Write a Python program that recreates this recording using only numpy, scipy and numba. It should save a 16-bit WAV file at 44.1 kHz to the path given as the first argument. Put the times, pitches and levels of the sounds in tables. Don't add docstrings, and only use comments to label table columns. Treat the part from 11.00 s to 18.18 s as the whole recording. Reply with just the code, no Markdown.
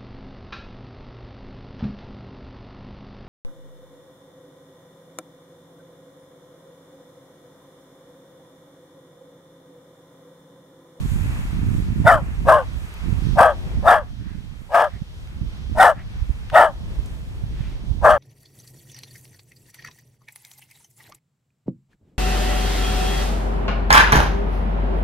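import sys
import numpy as np
from scipy import signal
from scipy.fft import rfft, irfft, next_fast_len
from scipy.io import wavfile
from scipy.ndimage import uniform_filter1d, minimum_filter1d, map_coordinates
from numba import njit

SR = 44100
rng = np.random.default_rng(int(sys.argv[2]) if len(sys.argv) > 2 else 0)


def generate_wav(sig):
    pcm = np.round(np.clip(np.atleast_2d(sig).T, -1, 1) * 32767).astype(np.int16)
    wavfile.write(sys.argv[1], SR, pcm)


N = 316638
TIME = np.arange(N) / SR

# time_s, level_db
BREEZE = [(0, -24.5), (1.0, -23), (1.5, -24.5), (1.92, -34), (2.25, -32.5), (2.8, -20.5), (3.12, -33),
          (3.6, -45.5), (4.2, -33), (4.55, -30.5), (5.05, -28.5), (5.65, -29.5), (5.9, -25.5),
          (6.25, -29.5), (6.75, -27), (7.18, -43)]
# centre_s, half_length_s, level_db, extra_buffeting_db
GUSTS = [(0.158, 0.14, -17.5, -5), (0.699, .14, -17, 1.5), (1.048, 0.11, -16.5, 4),
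         (1.44, 0.087, -18.5, -2.5), (1.763, 0.074, -23, -8), (2.11, 0.065, -16.5, -6.5),
         (2.33, 0.087, -15.5, -3), (2.787, 0.031, -17.5, -7), (3.321, 0.24, -28, 1),
         (3.958, 0.037, -28, -3), (4.437, 0.045, -23, -2), (4.73, 0.079, -22, 0.5),
         (5.275, 0.12, -27.5, -13), (6.005, 0.034, -31, -2.5), (6.59, 0.16, -27, -5.5),
         (6.911, 0.044, -21.5, -5), (7.08, 0.077, -19, -9)]
# centre_s, level_db, half_length_s
THUMPS = [(1.057, -8, 0.0031), (3.354, -17, 0.0023), (4.021, -12.5, 0.0026), (4.418, -8.5, 0.0029),
          (5.226, -8, .005), (5.305, -7, 0.0052), (5.991, -9.5, 0.0064), (6.439, -11.5, 0.0031),
          (6.609, -9.5, 0.0031), (6.914, -8.5, 0.0041)]
# frequency_hz, level_db
RUMBLE_SPECTRUM = [(15, -12.5), (30, 0.5), (62, 2.5), (100, -7), (160, -13.5), (250, -26), (400, -35.5),
                   (800, -64), (4000, -110)]
# frequency_hz, level_db
BUFFET_SPECTRUM = [(40, -20.5), (100, 0), (220, -8.5), (320, -18), (450, -31), (800, -67), (3000, -110)]
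# time_s, low_db, middle_db, high_db, hiss_db
AIR_LEVELS = [(0, -46, -47, -53.5, -48.5), (.4, -64, -43.5, -54, -51.5), (.85, -53.5, -46, -55, -55.5),
              (1.8, -50, -47, -55.5, -57.5), (2.3, -56.5, -46.5, -50.5, -55), (2.7, -38, -48.5, -55.5, -59),
              (3.15, -60.5, -55.5, -58.5, -65), (4.15, -54, -55, -59.5, -64.5),
              (4.6, -51.5, -52.5, -56, -63), (5.5, -57.5, -51.5, -57.5, -63), (5.8, -45.5, -52, -56, -60.5),
              (7.18, -47.5, -53.5, -58.5, -64)]
# frequency_hz, level_db
AIR_BANDS = [
    [(200, 7), (400, 6.5), (850, -2.5), (1100, -6), (1600, -49)],
    [(650, -0.5), (1000, 1.5), (1600, -1), (2700, -5), (3300, -23.5), (4500, -47)],
    [(2200, -15), (3100, 5.5), (4500, 2.5), (6200, 1), (8000, -36)],
    [(5000, -12), (6700, 7), (8200, 5.5), (10000, 2), (13000, 1), (15800, -11)],
]
# frequency_hz, added_to_side_db
AIR_WIDTH = [(300, -19.5), (700, -6), (1200, 0), (2200, 5), (3300, 7), (4500, 1.5), (6200, -4.5), (9000, 0),
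             (14000, 0)]

# burst_s, lead_in_s, fall_s, level_db, shut_power (how late and abruptly it ends),
# top_pitch_hz, last_pitch_hz, rasp (0-1, added to the base roughness), rasp_after_burst_s,
# jaw_factor and last_jaw_factor (scale the mouth resonances), mouth_db (before the mouth trim),
# muzzle_db and hiss_db (both ride on the bark's level), crack_db, crack_half_length_s
BARKS = [ (1.071, 0.027, .15, -1.5, 3.02, 699, 471, 0.43, .026, 1.142, 0.67, -1.5, -32, -29.5, -31, 0.018),
         (1.487, .035, 0.16, -3, 3.6, 642, 407, .1, 0.0198, 0.954, 0.89, -3.5, -29.5, -33.5, -47, 0.0072),
         (2.389, 0.032, .16, -2, 4.8, 720.4, 479, 0.69, 0.039, 0.96, 0.96, -3.5, -29, -32, -45, 0.0072),
         (2.877, .048, 0.16, -0.5, 2.75, 729, 472, 0.53, .05, 1.01, 0.95, -2.5, -30.5, -31.5, -26, 0.0083),
         (3.746, 0.053, 0.15, -9, 7.9, 715, 520, 0.8, 0.0555, 0.99, 1, -3.5, -25.5, -31, -49, 0.0057),
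         (4.801, .048, 0.14, -.5, 7.5, 772.7, 521, 0.85, 0.0548, 1.116, 0.94, -3, -28, -27, -23, 0.0064),
         (5.557, 0.036, 0.16, 0.5, 3.9, 735, 544, 0.73, 0.0574, 1.103, 0.93, -3.5, -28.5, -31, -28.5, 0.022),
         (7.049, 0.033, 0.16, -2.5, 4.5, 666.4, 484, 0.46, 0.031, .97, 1.0, -3, -34.5, -32.5, -46, .008)]
# time_s, pitch_hz, level_db (before its trim)
SECOND_TONE = [(1.505, 820, -33), (1.517, 894, -3.5), (1.53, 1040, 12), (1.57, 1074, -1.5),
               (1.588, 1020, -31)]
# frequency_hz, width_hz (of each of two passes), level_db
MOUTH_RESONANCES = [(1284, 357, 6), (1645, 200, 9.5)]
# frequency_hz, level_db
THROAT_SPECTRUM = [(150, -30.5), (380, -16), (470, -7.5), (570, 1), (720, 3.5), (900, 3.5), (1080, -2.5),
                   (1300, -69), (2000, -29)]
# frequency_hz, level_db
MUZZLE_SPECTRUM = [(1500, -3), (2000, -5), (2400, 0), (2900, -4), (3250, -10), (3550, -6), (4300, -20),
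                   (5100, -12), (5700, -21), (7000, -23.5)]
# frequency_hz, level_db
TEETH_SPECTRUM = [(2500, -0.5), (4000, 0.5), (5200, 1), (6300, -3), (7500, -4.5), (7950, 3), (8600, 1.5),
                  (10400, -0.5), (11800, -7), (13500, -6.5), (15800, -20)]
# frequency_hz, level_db
NOSE_SPECTRUM = [(2200, -21), (2850, 2), (3080, 6), (3280, 6), (3480, -8), (3800, -24), (4500, -37)]
# frequency_hz, level_db
CRACK_SPECTRUM = [(1500, -7.5), (2200, -6), (2700, 8), (3300, 4), (3640, 18), (3950, -9), (5200, -23),
                  (9000, -20.5)]
# frequency_hz, phase_rad
PORT_PHASE = [(0, 0), (520, 0.28), (1640, -0.82), (3200, -.4), (6000, -0.36), (8100, -0.8), (11000, 0)]

# centre_s, length_s, resonance_hz, width_hz (of each pass), level_db
SNIFFS = [(3.295, 0.21, 1710, 703, -57.5), (3.944, 0.096, 1820, 548, -53), (4.994, 0.069, 1820, 900, -45.5),
          (6.648, 0.23, 2010, 2200, -51.5)]
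# start_s, level_db, centre_hz, decay_s
TICKS = [(1.94, -42, 10300, 0.002), (4.273, -48, 2520, 0.0025), (5.5, -35.5, 1700, 0.004),
         (6.059, -43.5, 7100, .004)]

ONSET_DB, SAG_DB, SHUT_DB = 29, 10, 32
BURST_DB, BURST_S, CRACK_LAG_S = 9.5, 0.0046, 0.0098
START_PITCH, CREST_S, PITCH_SAG = .73, 0.01392, 0.2011
PITCH_WANDER, WANDER_HZ = 0.01765, 35.15
BASE_ROUGH, RASP_S, SIGH_ROUGH = .28, 0.03, 0.59
MOUTH_OPENS_DB, MOUTH_SHUTS_DB = 14, 4.5
HISS_FADE_DB, RASP_HISS_DB, EARLY_BREATH_DB = 11.5, 2, 1
TOP_HZ = 15700


def undb(db):
    return 10 ** (np.asarray(db) / 20)


def curves(rows, t):
    s, *columns = np.transpose(rows)
    return [np.interp(t, s, column) for column in columns]


def unit(x):
    return x / np.sqrt(np.mean(x ** 2))


def steady(x, span_s=0.013):
    power = uniform_filter1d(x ** 2, max(int(span_s * SR), 1))
    return x / np.sqrt(np.abs(power) + 1e-12)


def colour(x, points):
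    hz, db = np.transpose(points)
    size = next_fast_len(len(x) + 2048)
    f = np.maximum(np.arange(size // 2 + 1) * SR / size, 1)
    gain = undb(np.interp(np.log(f), np.log(hz), db))
    return irfft(rfft(x, size) * gain, size)[:len(x)]


def wobble(hz, count):
    knots = rng.standard_normal(int(count * 2 * hz / SR) + 4)
    return map_coordinates(knots, [np.arange(count) * 2 * hz / SR], order=3, mode="mirror")


def noise(points):
    return unit(colour(rng.standard_normal(N), points))


@njit
def resonate(x, hz, width):
    y, band, low = np.empty(len(x)), 0., 0.
    for i in range(len(x)):
        g, k = np.tan(np.pi * hz[i] / SR), width / hz[i]
        v = (band + g * (x[i] - low)) / (1 + g * (g + k))
        band, low, y[i] = 2 * v - band, low + 2 * g * v, k * v
    return y


def resonate_twice(x, hz, width):
    return resonate(resonate(x, hz, 1. * width), hz, 1. * width)


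def pan(x, db):
    return x * undb(np.array([[db], [-db]]) / 2)


def eddies(rate=150, scatter_db=3.0):
    count = int(rate * N / SR)
    chance = rng.random((count, 3))
    direction = np.sign(chance[:, 1] - .5)
    sizes = direction * undb(-scatter_db * np.log(1 - chance[:, 2]))
    puffs = np.bincount((chance[:, 0] * N).astype(int), sizes, N)
    return unit(colour(puffs, BUFFET_SPECTRUM))


def wind(rumble_db=0, buffet_db=(-15, -5), growth=0.64, gusty_db=2, breeze_db=(-2, -2), gust_db=(-19, -.5),
         flutter_db=1):
    breeze, = curves(BREEZE, TIME)
    gusts, sharp_db = 0, 0
    for s, length, db, extra_db in GUSTS:
        swell = np.exp(-((TIME - s) / length) ** 2 / 2)
        gusts = gusts + undb(db) * swell
        sharp_db = sharp_db + extra_db * swell
    out = np.zeros((2, N))
    for port in range(2):
        strength = np.hypot(undb(breeze + breeze_db[port]), gusts * undb(gust_db[port]))
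        db = 20 * np.log10(strength)
        excess_db = buffet_db[port] + sharp_db + growth * (db + 30) + gusty_db * wobble(18, N)
        buffet = eddies() * undb(excess_db)
        level = undb(db + rumble_db + flutter_db * wobble(5.3, N))
        out[port] = level * steady(noise(RUMBLE_SPECTRUM) + buffet, span_s=.1)
    for s, thump_db, length in THUMPS:
        u = (TIME - s) / length
        out[1] += undb(thump_db) * (1 - 2 * u ** 2) * np.exp(-u ** 2)
    return out


def outdoors(flicker_db=1.28, common=0.2):
    out = np.zeros((2, N))
    for db, band in zip(curves(AIR_LEVELS, TIME), AIR_BANDS):
        sides = common * noise(band) + np.array([noise(band), noise(band)])
        out += undb(db + flicker_db * wobble(4.4, N)) * sides
    mid = out.mean(axis=0)
    side = colour((out[0] - out[1]) / 2, AIR_WIDTH)
    return np.array([mid + side, mid - side])


def gesture(t, event):
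    s, rise, fall, peak_db, shut, top_hz, last_hz, rasp, rasp_s, jaw, last_jaw, mouth_db, *_ = event
    early, late = np.clip((s - t) / rise, 0, 1), np.clip((t - s) / fall, 0, 1)
    held_back = np.clip((s - t) / BURST_S, 0, 1)
    db = peak_db - BURST_DB * held_back - ONSET_DB * early ** 1.31 - SAG_DB * late - SHUT_DB * late ** shut
    climb = np.interp(t, [s - rise, s + CREST_S], [START_PITCH, 1])
    sag = PITCH_SAG * rasp
    hz = top_hz * (climb - sag * late) + (last_hz - top_hz * (1 - sag)) * late ** 3.2
    hz = hz * (1 + PITCH_WANDER * wobble(WANDER_HZ, len(t)))
    rasping = rasp * np.exp(-((t - s - rasp_s) / RASP_S) ** 2)
    rough = BASE_ROUGH + rasping + SIGH_ROUGH * early
    jaw_now = jaw + (last_jaw - jaw) * late ** 1.45
    opening_db = mouth_db - MOUTH_OPENS_DB * early - MOUTH_SHUTS_DB * late ** 4
    breath_db = RASP_HISS_DB * rasping - HISS_FADE_DB * late ** 2.84 + EARLY_BREATH_DB * held_back
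    return db, hz, rough, jaw_now, opening_db, breath_db


def folds(t, hz, rough, jitter=0.1187, shimmer=1.0, rasp=1.0, half=0.75, slope=2.24, rasp_floor=0.31,
          second_db=-3, flutter=1.0, flutter_hz=125, break_db=4):
    n = len(t)
    phase = 2 * np.pi * np.cumsum(hz * (1 + jitter * rough * wobble(220.7, n))) / SR
    tone = unit(sum(np.sin(k * phase + 0.79 * (k - 1) * wobble(162.1, n)) / k ** slope
                    for k in np.arange(1, 6)))
    flap = np.cos(2 * np.pi * np.cumsum(flutter_hz * (1 + 0.319 * wobble(49.93, n))) / SR)
    alternation = half * wobble(60.24, n) * np.cos(phase / 2)
    tone = tone * (1 + rough * (shimmer * wobble(330, n) + alternation + flutter * flap))
    split_hz, split_db = curves(SECOND_TONE, t)
    split = (t > SECOND_TONE[0][0]) & (t < SECOND_TONE[-1][0])
    second = split * undb(split_db + second_db) * np.sin(2 * np.pi * np.cumsum(split_hz) / SR)
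    second = second * (1 + 0.49 * np.sin(phase) + .3 * wobble(200, n))
    gate = (1 + .7 * np.cos(phase)) * undb(2.5 * wobble(90, n))
    chopped = rng.standard_normal(n) * gate
    air = unit(colour(chopped, [(400, -4.5), (1200, 0.5), (3000, -16.0), (8000, -52.5)]))
    flow = undb(-break_db * rough ** 2) * tone + second + (rasp_floor + rasp * rough) * air
    return flow, gate


def breath(gate, points, spread, ripple_db):
    hz = np.linspace(1500, 16000, 70)
    ripple = np.transpose([hz, ripple_db * rng.standard_normal(len(hz))])
    mid, left, right = (unit(colour(colour(rng.standard_normal(len(gate)) * gate, ripple), points))
                        for _ in range(3))
    return mid + spread * np.array([left, right])


def bark(t, event, nose_db=-29, nose_follows=1.0, muzzle_fades=2.6, throat_pan_db=4.0, mouth_pan_db=2.5):
    db, hz, rough, jaw, mouth_db, breath_db = gesture(t, event)
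    burst_s, *_, muzzle_db, hiss_db, crack_db, crack_s = event
    flow, gate = folds(t, hz, np.clip(rough, 0, 1))
    throat = steady(colour(flow, THROAT_SPECTRUM))
    mouth = steady(sum(undb(d) * resonate_twice(flow, f * jaw, w) for f, w, d in MOUTH_RESONANCES))
    share = np.clip(undb(mouth_db - 2.22), 0, .9)
    voice = pan(np.sqrt(1 - share ** 2) * throat, throat_pan_db) + pan(share * mouth, mouth_pan_db)
    muzzle_gain = undb(muzzle_db + muzzle_fades * breath_db)
    muzzle = muzzle_gain * breath(gate, MUZZLE_SPECTRUM, spread=0.94, ripple_db=2.5)
    hiss = undb(breath_db + hiss_db) * breath(gate, TEETH_SPECTRUM, spread=0.57, ripple_db=2.0)
    nose_ramp = np.clip((t - t[0]) / 0.098, 0, 1) ** 2
    nose_gain = undb(nose_db + nose_follows * db) * nose_ramp
    nose = nose_gain * breath(gate, NOSE_SPECTRUM, spread=0.35, ripple_db=4.5)
    burst = undb(crack_db) * np.exp(-((t - burst_s - CRACK_LAG_S) / crack_s) ** 2)
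    crack = burst * breath(gate, CRACK_SPECTRUM, spread=0.585, ripple_db=3.0)
    fade = np.clip(np.minimum(t - t[0], t[-1] - t) / 0.0018, 0, 1)
    driven = (voice + pan(muzzle, db=0.0) + pan(hiss, db=-1.5)) * undb(db)
    return (driven + nose + crack) * fade


def dog():
    out = np.zeros((2, N))
    for event in BARKS:
        s, rise, fall = event[:3]
        span = (TIME > s - rise - .004) & (TIME < s + fall + .004)
        out[:, span] += bark(TIME[span], event)
    return out


def ports(x):
    size = next_fast_len(N)
    lead, = curves(PORT_PHASE, np.arange(size // 2 + 1) * SR / size)
    return irfft(rfft(x, size) * np.exp(.5j * np.array([lead, -lead])), size)[:, :N]


def garden(x, t60=0.41, wet_db=-33):
    t = TIME[:SR]
    tails = rng.standard_normal((2, SR)) * undb(-60 * t / t60) * np.minimum(t / 0.017, 1)
    tails /= np.sqrt(np.sum(tails ** 2, axis=1, keepdims=True))
    dull = colour(x.mean(axis=0), [(700, 3.0), (2000, 2), (8000, -14)])
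    return undb(wet_db) * np.array([signal.fftconvolve(dull, tail)[:N] for tail in tails])


def small_sounds(glide=.2):
    out, air = np.zeros(N), rng.standard_normal(N)
    for s, length, hz, width, db in SNIFFS:
        u = np.clip((TIME - s) / length, -2, 2)
        centre = hz * np.exp(glide * u)
        out += undb(db) * np.exp(-(2 * u) ** 2) * unit(resonate_twice(air, centre, width))
    for s, db, hz, decay in TICKS:
        ring = (TIME >= s) * np.exp(-np.abs(TIME - s) / decay)
        centre = np.full(N, 1. * hz)
        out += undb(db) * ring * unit(resonate_twice(air, centre, 1.4 * hz))
    return out


def gain_control(x, threshold_db=-11.0, slope=0.41, recover_db_per_s=12, span_s=.012):
    power = uniform_filter1d(np.mean(x ** 2, axis=0), max(int(span_s * SR), 1))
    over_db = np.maximum(10 * np.log10(np.abs(power) + 1e-12) - threshold_db, 0)
    recovery_db = recover_db_per_s * TIME
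    return x * undb(recovery_db - np.maximum.accumulate(slope * over_db + recovery_db))


def scene():
    barks = dog()
    return ports(barks) + garden(barks) + small_sounds() + wind() + outdoors()


def record(dry, ceiling=1.0, hold_s=0.00098):
    ducked = gain_control(dry)
    headroom = np.minimum(ceiling / (np.abs(ducked) + 1e-9), 1)
    size = max(int(hold_s * SR), 1)
    gain = uniform_filter1d(minimum_filter1d(headroom, size, axis=1), size, axis=1)
    low_pass = signal.ellip(8, .2, 70, TOP_HZ, fs=SR, output="sos")
    return signal.sosfilt(low_pass, ducked * gain)


dry = scene()
out = record(dry)
generate_wav(out)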